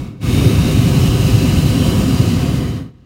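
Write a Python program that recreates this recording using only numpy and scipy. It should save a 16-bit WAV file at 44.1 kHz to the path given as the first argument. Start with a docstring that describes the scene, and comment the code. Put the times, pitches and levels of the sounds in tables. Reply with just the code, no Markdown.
"""A low roar and a hiss die away: one blast of a hot-air balloon's propane burner is ending.
The valve opens again for a long burn, then the sound sinks to a faint rumble.
Turbulent combustion roars and puffs in the bass; the gas jet hisses above it, its colour
shifting slowly. The listener stands in the basket, high above open country."""
import sys
import numpy as np
from scipy import signal
from scipy.fft import rfft, irfft
from scipy.io import wavfile
from scipy.ndimage import uniform_filter1d

SR = 44100
rng = np.random.default_rng(int(sys.argv[2]) if len(sys.argv) > 2 else 0)


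def unload_audio(sound):
    """Save the sound as a 16-bit wav file, at the path given as the first command line argument."""
    columns = np.transpose(np.atleast_2d(sound))
    # keep every value between -1 and 1, then stretch to whole-number steps
    steps = np.round(np.clip(columns, -1, 1) * 32767)
    wavfile.write(sys.argv[1], SR, steps.astype(np.int16))


N = 134505

# Size of the flame. Each row: time in seconds, level of the roar in dB before its trim.
FLAME_LEVEL = [(0, -22), (.07, -26.5), (.195, -36), (.24, -17), (.37, -11.5), (.6, -13), (1.1, -12.5),
               (1.8, -12.5), (2, -12.5), (2.35, -14), (2.6, -16), (2.8, -22.5), (2.87, -31.5),
               (2.93, -42.5), (3.05, -45.5)]
# Flow of gas. Each row: time in seconds, level of the hiss in dB before its trim.
FLOW_LEVEL = [(0, -40), (.07, -45), (.16, -57.5), (.2, -55.5), (.215, -40), (.238, -33), (.3, -27.5),
              (.45, -27), (.6, -28), (.9, -27.5), (1.85, -27.5), (2.25, -29.5), (2.55, -32), (2.77, -39.5),
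              (2.84, -48.5), (2.915, -63), (3.05, -64.5)]
# Spectra of flame and jet. Each row: frequency in Hz, relative spectral density in dB.
ROAR_SPECTRUM = [(12, -44), (25, -33), (40, -17.5), (58, -1.5), (80, -3), (113, 0), (160, -0.5),
                 (205, -6.5), (262, -5), (330, -13.5), (450, -20.5), (620, -27), (850, -31.5),
                 (1250, -30.5), (2000, -42), (5000, -61)]
HISS_SPECTRUM = [(200, -10), (600, 5), (1150, -8), (1750, -2.5), (2600, -0.5), (3600, 0), (5000, -3.5),
                 (7000, -5), (8100, -7.5), (9300, -6), (10300, -11), (13000, -11.5), (15500, -11.5)]
# Fixed peaks and dips of the burner can and frame. Each row: centre in Hz, half width in Hz, gain in dB.
FRAME_RESONANCES = [(120, 18, 1), (290, 35, 2), (345, 20, -1), (390, 28, 4), (455, 30, -3), (512, 28, 7),
                    (585, 30, -3), (712, 36, 4), (870, 40, -3), (970, 30, 4), (1110, 35, 3.5),
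                    (1245, 55, 4), (1415, 40, -5), (1505, 26, 4), (1900, 40, -2), (5560, 60, 2.5),
                    (6050, 180, -2), (6600, 200, 1.5), (10800, 300, 1.5)]
# Peaks and dips that come and go. Each row: centre in Hz when strongest, glide in Hz per second,
# half width in Hz, gain in dB, time when strongest in seconds, half length in seconds.
SHIFTING_BANDS = [(2230, 0, 100, 9.5, .2, 0.43), (2570, 40, 156, 4.5, 1.8, 2.5),
                  (2888, 59, 186, 7.5, 1.3, 1.16), (3000, 6, 150, 7, 2.77, 0.5),
                  (3380, 50, 134, -5, 0.95, 1.9), (3740, 0, 160, 6.5, 0.44, .4),
                  (4025, 26, 96, 8, 1.6, 0.83), (4790, -3, 100, 9, 2.2, 0.85), (4600, 0, 98, -2, 2, 1.1),
                  (1950, -9, 170, 7.5, 2.8, 0.35), (7460, 0, 420, -7, 0.49, 0.15),
                  (374, 0, 37, 9, 0.47, 0.065), (55, -5, 42, -3.5, 2.26, 0.56),
                  (1110, 0, 260, 1.5, 0.1, 0.19)]
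# Strong puffs of the flame. Each row: time in seconds, envelope peak in dB, frequency in Hz.
FLAME_PUFFS = [(0.472, -1, 109), (.589, -4.5, 88.5), (0.795, -3, 124), (0.865, -7, 178), (.974, -4, 142),
               (1.035, -4, 124), (1.092, -5.5, 76), (1.25, -4, 115), (1.349, 1, 119), (1.579, -5.5, 80),
               (1.705, -5.5, 119), (2.205, -3, 117)]

ROAR_TRIM_DB, HISS_TRIM_DB = 0.5, 0.5
RIPPLE_HZ, RIPPLE_S = 120, 0.3   # width and life of the fine spectral ripples
STEADY_S, STEADINESS = 0.08, 0.65   # the roar is evened out over this time, by this share
DULLING, DULLING_HZ = 0.31, 6030   # extra dB lost above this frequency per dB that the flow drops
FLUTTER_DB, FLUTTER_HZ = 0.5, 17   # turbulence of the jet
SPUTTER_DB, SPUTTER_HZ = 0.28, 150   # its fine grain
PUFF_HALF_S, PUFF_BELOW_HZ = 0.01, 130   # a puff takes over the roar below this frequency


def from_db(db):
    """Amplitude grows tenfold for every 20 dB."""
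    return 10 ** (np.asarray(db) / 20)


def unit_rms(x):
    """Normalisation to a mean power of 1."""
    return x / np.sqrt(np.mean(x ** 2) + 1e-20)


def envelope(rows):
    """Linear interpolation of (time, value) rows at every sample."""
    return np.interp(np.arange(N) / SR, *np.transpose(rows))


def bell(x, centre, half_width):
    """A Gaussian of height 1, falling to 1/e at the half width."""
    return np.exp(-((x - centre) / half_width) ** 2)


def lowpass(x, hz):
    """Filtering forwards and backwards weakens the highs without phase shift."""
    return signal.sosfiltfilt(signal.butter(2, hz, fs=SR, output="sos"), x)


def drift(rate_hz):
    """Low-passed noise gives a random fluctuation of rms 1."""
    hz = np.fft.rfftfreq(N, 1 / SR)
    return unit_rms(irfft(rfft(rng.standard_normal(N)) / (1 + (hz / rate_hz) ** 2), N))


def turbulence(spectrum):
    """Source and filter: broadband flow noise is coloured by the resonances of the burner frame."""
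    hz = np.fft.rfftfreq(N, 1 / SR)
    points_hz, points_db = np.transpose(spectrum)
    source_db = np.interp(np.log(hz + 1), np.log(points_hz), points_db)
    frame_db = sum(db * bell(hz, centre, width) for centre, width, db in FRAME_RESONANCES)
    return unit_rms(irfft(rfft(rng.standard_normal(N)) * from_db(source_db + frame_db), N))


def shifting_colour(x, ripple_db, size=1024):
    """Time-varying filtering: bands swell, glide and fade while finer ripples come and go by chance."""
    hz, t, frames = signal.stft(x, SR, nperseg=size)
    bands_db = sum(db * bell(t, when, length) * bell(hz[:, None], centre + glide * (t - when), width)
                   for centre, glide, width, db, when, length in SHIFTING_BANDS)
    frequency_blur = bell(hz[:, None], hz, RIPPLE_HZ / 2)
    time_blur = bell(t[:, None], t, RIPPLE_S / 2)
    ripples = unit_rms(frequency_blur @ rng.standard_normal(frames.shape) @ time_blur)
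    _, coloured = signal.istft(frames * from_db(bands_db + ripple_db * ripples), SR, nperseg=size)
    return unit_rms(coloured[:N])


def flame_roar():
    """Combustion noise: a low, lumpy roar whose random swells in loudness are partly evened out."""
    roar = shifting_colour(turbulence(ROAR_SPECTRUM), ripple_db=0.18)
    local_power = uniform_filter1d(roar ** 2, int(STEADY_S * SR)) + 1e-9
    steadied = unit_rms(roar / np.sqrt(local_power) ** STEADINESS)
    return steadied * from_db(ROAR_TRIM_DB + envelope(FLAME_LEVEL))


def jet_hiss():
    """Jet noise: turbulent gas hisses and sputters, and sounds duller at low flow."""
    flow_db = envelope(FLOW_LEVEL)
    hiss = shifting_colour(turbulence(HISS_SPECTRUM), ripple_db=1.27)
    body = lowpass(hiss, DULLING_HZ)
    treble = (hiss - body) * from_db(DULLING * (flow_db - flow_db.max()))
    flicker_db = FLUTTER_DB * drift(FLUTTER_HZ) + SPUTTER_DB * drift(SPUTTER_HZ)
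    return (body + treble) * from_db(HISS_TRIM_DB + flow_db + flicker_db)


def with_puffs(roar):
    """Unsteady combustion: pockets of gas flare up, each replacing the bass with a brief pressure swing."""
    t = np.arange(N) / SR
    phases = rng.uniform(0, 2 * np.pi, len(FLAME_PUFFS))
    swings = sum(from_db(db) * bell(t, when, PUFF_HALF_S) * np.sin(2 * np.pi * hz * (t - when) + phase)
                 for (when, db, hz), phase in zip(FLAME_PUFFS, phases))
    puff_share = sum(bell(t, when, PUFF_HALF_S) for when, _, _ in FLAME_PUFFS)
    return roar - puff_share * lowpass(roar, PUFF_BELOW_HZ) + swings


def scene():
    """Superposition in a free field: flame and jet add close by, without echoes."""
    return (with_puffs(flame_roar()) + jet_hiss())[None]


def record(dry, ceiling=1.01, knee_order=6, cutoff_hz=15800):
    """Soft saturation: microphone overload rounds the highest peaks; a steep low-pass cuts the top."""
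    rounded = dry / (1 + np.abs(dry / ceiling) ** knee_order) ** (1 / knee_order)
    top_cut = signal.ellip(10, 0.05, 60, cutoff_hz, fs=SR, output="sos")
    return signal.sosfiltfilt(top_cut, rounded)


dry = scene()
out = record(dry)
unload_audio(out)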